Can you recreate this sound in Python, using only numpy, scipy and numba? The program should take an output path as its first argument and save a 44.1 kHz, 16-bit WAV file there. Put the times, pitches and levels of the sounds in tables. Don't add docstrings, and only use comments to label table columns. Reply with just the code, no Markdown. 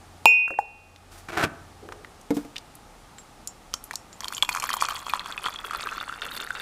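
import sys
import numpy as np
from scipy import signal
from scipy.fft import rfft, irfft, next_fast_len
from scipy.io import wavfile
from numba import njit

SR = 44100
rng = np.random.default_rng(int(sys.argv[2]) if len(sys.argv) > 2 else 0)


def put_to_file(sound):
    columns = np.atleast_2d(sound).T
    safe = np.clip(columns, -1, 1)
    whole_steps = np.round(safe * 32767)
    wavfile.write(sys.argv[1], SR, whole_steps.astype(np.int16))


N = 291501
T = np.arange(N) / SR

# (pitch [Hz], level [dB])
HUSH_SPECTRUM = [(20, -27.5), (35, 1.5), (50, -7.5), (81, -8), (163, -11), (271, -11), (354, -14.5),
                 (600, -15.5), (830, -10), (1000, -18), (1210, -14), (1500, -20.5), (1960, -23),
                 (9520, -31), (15000, -42.5)]
# (pitch [Hz], level [dB], fade time [s])
# A fade time, or t60, is how long a sound takes to fall by 60 dB.
MUG_NOTES = [(2496, 0, .8), (2734, -4, .67), (4269, -31, .12), (5346, -29, .33), (5560, -33, .4),
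             (7000, -21, .17), (7600, -31, .26), (10560, -37, .24), (11750, -32, .18), (12030, -37, .19),
             (13260, -30, .13), (13600, -26, .075)]
# (time [s], wall ring [dB], air thump [dB], thump pitch [Hz], thump fade time [s], crack [dB])
INFUSER_KNOCKS = [(0.2566, 3, 13.5, 895, .02, 9), (0.5886, -28.5, 3.5, 825, 0.031, -24.5)]
# (time [s], level [dB])
INFUSER_RATTLES = [(.479, -13), (0.505, -13.5), (0.539, -26.5), (0.588, -8.5)]
# (time [s], level [dB], pitch [Hz])
KETTLE_CLICKS = [(0.961, -32, 3500), (1.889, -30.5, 1050), (1.922, -24, 1410), (1.924, -34.5, 4740),
                 (2.047, -31, 1640), (2.213, -40.5, 7440), (2.559, -26, 2610), (2.564, -19, 2800),
                 (2.581, -25, 4300), (2.753, -32.5, 10500)]
# (time [s], level [dB], pitch [Hz], width [octaves], fade time [s])
KETTLE_RUSTLES = [(1.109, -37.5, 5000, 1.3, 0.55), (1.175, -32.5, 6050, 1.2, 0.1),
                  (1.43, -30.5, 160, 0.39, 0.54), (1.82, -36.5, 380, 0.55, 0.97),
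                  (2.337, -33.5, 5500, 1.4, 0.36)]
# (time [s], length [s], level [dB])
KETTLE_SHOVES = [(1.11, .1, -52.5), (1.283, 0.021, -34.5), (1.317, 0.062, -35), (1.368, 0.051, -25),
                 (1.423, 0.018, -19.5), (1.433, 0.0088, -16.5), (2.355, 0.053, -49)]
# (pitch [Hz], level [dB])
DRAG_SPECTRUM = [(35, -54), (60, -11), (269, -13.5), (339, -3), (591, -15.5), (648, -3), (895, -12.5),
                 (1450, -4), (2010, -14.5), (2360, -11.5), (2840, -18.5), (11100, -35), (15000, -41)]
# (time [s], level [dB], rattle [dB])
KETTLE_BUMPS = [(2.306, -10.5, -25), (2.368, -18, -30), (2.449, -30.5, -37.5)]
# (pitch [Hz], level [dB], fade time [s])
KETTLE_NOTES = [(183, -17, .16), (228, -15, .22), (288, 0, .13), (460, -7, .085), (689, -15, .065),
                (850, -17, .05), (2150, -25, .06)]
# (time [s], splat [dB], splat pitch [Hz], pitch where the wall rings most [Hz], wall ring [dB])
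FIRST_DRIPS = [(3.184, -33, 2300, 8120, -36.5), (3.474, -19, 7000, 6900, -31.5),
               (3.734, -30, 3000, 5460, -60), (3.7395, -10.5, 4900, 5630, -44),
               (3.84, -25.5, 10400, 11300, -45), (3.933, -26.5, 4170, 5500, -57),
               (3.9562, -16, 5900, 5600, -51), (4.129, -31, 4660, 7000, -44), (4.348, -20, 6050, 6950, -33)]
# (time [s], level [dB], bubble pitch [Hz])
BIG_BUBBLES = [(3.74, -23, 1310), (3.937, -28.5, 850), (4.235, -28.5, 1000), (4.255, -30, 1010),
               (4.324, -24, 1470), (4.431, -19, 1010), (4.49, -21, 1010), (4.549, -17, 1310),
               (4.561, -21, 1100), (4.63, -23, 1050), (4.639, -18, 1110), (4.703, -18.5, 1210),
               (4.739, -14.5, 1170), (4.768, -19.5, 950), (4.823, -9, 1170), (4.836, -19.5, 1090),
               (4.886, -15, 1430), (4.909, -19.5, 1230), (5.066, -21, 1130), (5.136, -10.5, 1136),
               (5.156, -23.5, 1120), (5.259, -21.5, 1110), (5.461, -15, 1070), (5.467, -18, 1330),
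               (5.484, -18.5, 1110), (5.646, -24.5, 1200), (5.709, -17.5, 1280), (5.734, -22.5, 1220),
               (5.748, -16.5, 1350), (5.796, -27, 1120), (5.871, -20, 1180), (5.96, -25.5, 1350),
               (6.011, -22, 1390), (6.028, -25.5, 1330), (6.125, -26, 1220), (6.222, -19.5, 1650),
               (6.313, -23.5, 1500), (6.506, -19.5, 1400), (6.551, -21, 1260)]
# (time [s], level [dB], bubble pitch [Hz])
SMALL_BUBBLES = [(3.91, -20, 1810), (4.206, -19.5, 5840), (4.2442, -18.5, 3530), (4.2823, -17.5, 4640),
                 (4.3678, -22.5, 3230), (4.3804, -19.5, 3400), (4.4248, -4.5, 3180), (4.4485, -22, 3400),
                 (4.4918, -10.5, 2300), (4.5281, -20, 4330), (4.542, -31, 2400), (4.5707, -22.5, 2400),
                 (4.5996, -17, 5990), (4.6234, -19, 2460), (4.6917, -15, 1790), (4.7307, -16.5, 3740),
                 (4.8516, -32, 3310), (5.1948, -18.5, 3730), (5.324, -22.5, 3620), (5.378, -17, 2480),
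                 (5.5596, -24, 3260), (5.5885, -25.5, 3370), (5.8894, -21.5, 2650), (6.0022, -25, 3500),
                 (6.2188, -19, 3340), (6.2462, -29, 2770), (6.3764, -23.5, 4410), (6.4022, -20.5, 3260),
                 (6.4737, -27, 1800)]
# (time [s], level [dB])
STREAM_LEVELS = [(4.12, -70.5), (4.3, -45), (4.42, -64), (4.5, -41.5), (4.9, -41), (5.05, -42.5),
                 (5.58, -46), (5.8, -41), (6.15, -47), (6.4, -46), (6.6, -41)]
# (time [s], length [s], extra level [dB])
STREAM_SPURTS = [(4.325, 0.062, 9), (4.84, 0.066, 3), (5.413, 0.085, 9), (5.64, 0.11, 5), (5.863, .06, 0.5),
                 (6.21, 0.093, 5), (6.338, 0.086, 7), (6.561, 0.044, 3.5)]
# (starting pitch [Hz], final pitch [Hz], width [Hz], gain [times])
AIR_NOTES = [(1050, 1506, 310, 1.24), (2400, 2780, 47, 1.03), (3257, 3610, 100, 1.87),
             (4340, 4360, 120, 1.22)]

POUR_START_S, POUR_END_S = 4.17, 6.48


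def undb(db):
    return 10 ** (np.asarray(db) / 20)


def add(out, s, x):
    i = int(s * SR)
    out[i:i + len(x)] += x[:max(N - i, 0)]


def fade(t60):
    return 1000 ** (-T[:int(1.5 * t60 * SR) + 2] / t60)


def ring(hz, t60, glide=0):
    decay = fade(t60)
    t = T[:len(decay)]
    onset = 1 - np.exp(-2 * hz * t)
    return decay * onset * np.sin(2 * np.pi * hz * t * (1 + glide * t / t60 / 2))


def colour(x, spectrum):
    hz, db = np.transpose(spectrum)
    size = next_fast_len(len(x), real=True)
    pitches = np.arange(size // 2 + 1) * SR / size + 1
    gains = undb(np.interp(np.log(pitches), np.log(hz), db))
    shaped = irfft(rfft(x, size) * gains, size)[:len(x)]
    return shaped / np.sqrt(np.mean(shaped ** 2))


def burst(hz, octaves, t60):
    decay, size = fade(t60), 8192
    distance = np.log2((np.arange(size // 2 + 1) * SR / size + 1) / hz) / octaves
    noise = irfft(rfft(rng.standard_normal(size)) / (1 + distance ** 2 / 2) ** 2)
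    puff = np.resize(noise, len(decay)) * decay
    return puff / np.abs(puff).max()


@njit
def bandpass(x, hz, width_hz):
    out, band, low = np.empty(len(x)), 0., 0.
    for i in range(len(x)):
        step, damping = np.tan(np.pi * hz[i] / SR), width_hz / hz[i]
        swing = (band + step * (x[i] + 1e-18 - low)) / (1 + step * (step + damping))
        band, low = 2 * swing - band, low + 2 * step * swing
        out[i] = damping * swing
    return out


def kitchen(hum_hz=88.6, hum_end_s=2.3):
    hush = colour(rng.standard_normal(N), HUSH_SPECTRUM)
    hum = np.sqrt(2) * np.sin(2 * np.pi * hum_hz * T) * np.clip(2 * (hum_end_s - T), 0, 1)
    return undb(-50) * hush + undb(-54.5) * hum


def infuser(lean_s=0.463, lean_length_s=0.013, lean_db=-10):
    out = np.zeros(N)
    for s, wall_db, thump_db, thump_hz, thump_t60, crack_db in INFUSER_KNOCKS:
        for k, (hz, db, t60) in enumerate(MUG_NOTES):
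            note = undb(wall_db + db) * ring(hz, t60)
            if k == 0:
                leaning = np.clip((s + T[:len(note)] - lean_s) / lean_length_s, 0, 1)
                note *= undb(lean_db * leaning)
            add(out, s, note)
        add(out, s, undb(thump_db) * ring(thump_hz, thump_t60))
        add(out, s, undb(thump_db - 33.5) * burst(hz=467, octaves=0.096, t60=0.28))
        add(out, s, undb(crack_db) * burst(hz=3000, octaves=0.67, t60=0.0035))
        add(out, s, undb(crack_db - 29.5) * burst(hz=3500, octaves=1.1, t60=0.15))
    return out


def rattles(settle_s=0.507, rim_top_hz=2300):
    out = np.zeros(N)
    for s, db in INFUSER_RATTLES:
        add(out, s, undb(db) * burst(hz=1380, octaves=0.47, t60=0.011))
    add(out, settle_s, undb(-19) * burst(hz=460, octaves=0.5, t60=0.13))
    out = signal.sosfilt(signal.butter(4, rim_top_hz, fs=SR, output="sos"), out)
    for s, db in INFUSER_RATTLES:
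        add(out, s, undb(db - 23.5) * burst(hz=7000, octaves=0.8, t60=0.093))
    return out


def handling(rustle_rise_s=0.014):
    out = np.zeros(N)
    for s, db, hz in KETTLE_CLICKS:
        add(out, s, undb(db) * burst(hz, octaves=0.65, t60=0.019))
    for s, db, hz, octaves, t60 in KETTLE_RUSTLES:
        rustle = burst(hz, octaves, t60)
        add(out, s, undb(db) * rustle * np.minimum(T[:len(rustle)] / rustle_rise_s, 1))
    return out


def drag(slips_per_s=1800, rise_s=0.0048, t60=0.065):
    slips = rng.standard_normal(N) * (rng.random(N) < slips_per_s / SR)
    hiss = 0.13 * rng.standard_normal(N)
    push = np.zeros(N)
    for s, length, db in KETTLE_SHOVES:
        release_db = -60 * np.maximum(T - s - length, 0) / t60
        push = np.maximum(push, np.clip((T - s) / rise_s, 0, 1) * undb(db + release_db))
    return colour(slips + hiss, DRAG_SPECTRUM) * push


def bumps():
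    out = np.zeros(N)
    for s, bump_db, rattle_db in KETTLE_BUMPS:
        for hz, db, t60 in KETTLE_NOTES:
            add(out, s, undb(bump_db + db) * ring(hz, t60))
        add(out, s, undb(bump_db - 8) * burst(hz=380, octaves=1.0, t60=0.089))
        add(out, s, undb(rattle_db) * burst(hz=1280, octaves=2.8, t60=0.044))
    return out


def drips():
    out = np.zeros(N)
    for s, splat_db, splat_hz, wall_hz, wall_db in FIRST_DRIPS:
        add(out, s, undb(splat_db) * burst(splat_hz, octaves=0.58, t60=0.012))
        add(out, s, undb(splat_db - 22) * burst(hz=7000, octaves=0.27, t60=0.15))
        for hz, _, t60 in MUG_NOTES:
            nearness = 1 / (1 + (np.log2(hz / wall_hz) / 0.11) ** 2)
            add(out, s, undb(wall_db) * nearness * ring(hz, 0.52 * t60))
    return out


def pool(t, start_s=4.69, spread_s=0.49):
    return np.clip((t - start_s) / spread_s, 0, 1)


def add_splash(out, s, tick_db, slap_db):
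    add(out, s, undb(tick_db - 12 * pool(s)) * burst(hz=7000, octaves=0.67, t60=0.022))
    add(out, s, undb(slap_db) * burst(hz=1350, octaves=1.0, t60=0.024))


def gulps(big_cycles=7.97, small_cycles=14.5):
    out = np.zeros(N)
    for (s, db, hz), chance in zip(BIG_BUBBLES, rng.standard_normal(len(BIG_BUBBLES))):
        add_splash(out, s, tick_db=db + 0.5, slap_db=db - 4)
        add(out, s, undb(db + 7.5) * ring(hz, big_cycles / hz, glide=0.043))
        small_hz = 2900 * 2 ** (0.35 * chance)
        add(out, s, undb(db - 5) * ring(small_hz, small_cycles / small_hz, glide=0.044))
    return out


def plinks(cycles=14.5):
    out = np.zeros(N)
    for s, db, hz in SMALL_BUBBLES:
        tick_db = db - 1.5 + 1.5 * np.log2(hz / 4020)
        add_splash(out, s, tick_db, slap_db=db - 9.5)
        add(out, s, undb(db + 8.5) * ring(hz, cycles / hz, glide=0.062))
    return out


def rising_pitch(start_hz, end_hz, slosh=0.031):
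    waves = signal.resample(rng.standard_normal(N // 1500), N)
    climb = np.clip((T - POUR_START_S) / (POUR_END_S - POUR_START_S), 0, 1) ** 1.8
    return (start_hz + (end_hz - start_hz) * climb) * (1 + slosh * waves)


def bubbles(hz, per_s, octaves, cycles, scatter_db):
    out, count = np.zeros(N), int(per_s * N / SR)
    flowing = T > STREAM_LEVELS[0][0]
    for when, (pitch, life, loudness) in zip(rng.random(count), rng.standard_normal((count, 3))):
        i = int(when * N)
        if flowing[i]:
            bubble_hz = min(hz[i] * 2 ** (octaves * pitch), SR / 3)
            t60 = cycles * undb(3 * life) / bubble_hz
            add(out, T[i], undb(scatter_db * min(loudness, 1.7)) * ring(bubble_hz, t60, glide=0.05))
    return out / np.std(out[flowing])


def stream(flutter_db=3, glug_from_s=4.86):
    flutter = signal.resample(rng.standard_normal(N // 1000), N)
    flow_db = np.interp(T, *np.transpose(STREAM_LEVELS), left=-120) + flutter_db * flutter
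    surge_db = sum(db * np.exp(-(2 * (T - s) / length - 1) ** 4) for s, length, db in STREAM_SPURTS)
    depth = np.clip(T - glug_from_s, 0, 1)
    glug = undb(flow_db - 6.5 + surge_db) * depth
    gurgle = undb(flow_db - 5 + 0.79 * surge_db + 5 * pool(T))
    patter = undb(flow_db + 1 + surge_db)
    spray = undb(flow_db + 3.5 + 1.33 * surge_db - 7.5 * pool(T))
    return (
        glug * bubbles(np.full(N, 490), per_s=120, octaves=0.31, cycles=12, scatter_db=3)
        + gurgle * bubbles(rising_pitch(1294, 1500), per_s=550, octaves=0.41, cycles=4.4, scatter_db=8)
        + patter * bubbles(np.full(N, 2900), per_s=750, octaves=0.53, cycles=9.3, scatter_db=10)
        + spray * bubbles(np.full(N, 8900), per_s=1000, octaves=0.48, cycles=10.4, scatter_db=13.5))


def wall_ring(splashes):
    response = np.zeros(N)
    for hz, db, t60 in MUG_NOTES:
        add(response, 0, undb(db / 2) * (hz / MUG_NOTES[0][0]) ** 2 * ring(hz, 0.9 * t60))
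    bare = np.clip((POUR_END_S - T) / (POUR_END_S - POUR_START_S), 0, 1)
    return signal.fftconvolve(splashes * bare, response[:SR] / np.linalg.norm(response))[:N]


def water():
    splashes = gulps() + plinks() + stream()
    air = sum(gain * bandpass(splashes, rising_pitch(start_hz, end_hz), float(width_hz))
              for start_hz, end_hz, width_hz, gain in AIR_NOTES)
    return 0.49 * splashes + air + undb(-19.5) * wall_ring(splashes)


def room(x, echo_db, low_t60=0.61, high_t60=0.15):
    noise, t = rng.standard_normal(SR), T[:SR]
    low = signal.sosfilt(signal.butter(2, 1800, fs=SR, output="sos"), noise)
    tail = low * undb(-60 * t / low_t60) + 1.2 * noise * undb(-60 * t / high_t60)
    tail *= t > 0.005
    return x + undb(echo_db) * signal.fftconvolve(x, tail / np.linalg.norm(tail))[:N]


def scene():
    near = room(infuser() + rattles(), echo_db=-25) + room(water() + drips(), echo_db=-20)
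    far = room(handling() + drag(), echo_db=-17.5) + room(bumps(), echo_db=-23.5, low_t60=0.46)
    return (near + far + kitchen())[None]


@njit
def follow_peaks(x, rise_s, fall_s):
    out, level = np.empty(len(x)), 0.
    for i in range(len(x)):
        lag_s = rise_s if abs(x[i]) > level else fall_s
        level += (abs(x[i]) - level) / (SR * lag_s)
        out[i] = level
    return out


def record(dry):
    level = follow_peaks(dry[0], rise_s=0.00031, fall_s=0.68)
    gain = np.minimum(1, 0.69 / (level + 1e-9))
    treble_cut = signal.ellip(8, 0.2, 70, 15300, fs=SR, output="sos")
    return signal.sosfilt(treble_cut, np.clip(dry * gain, -1, 1))


dry = scene()
out = record(dry)
put_to_file(out)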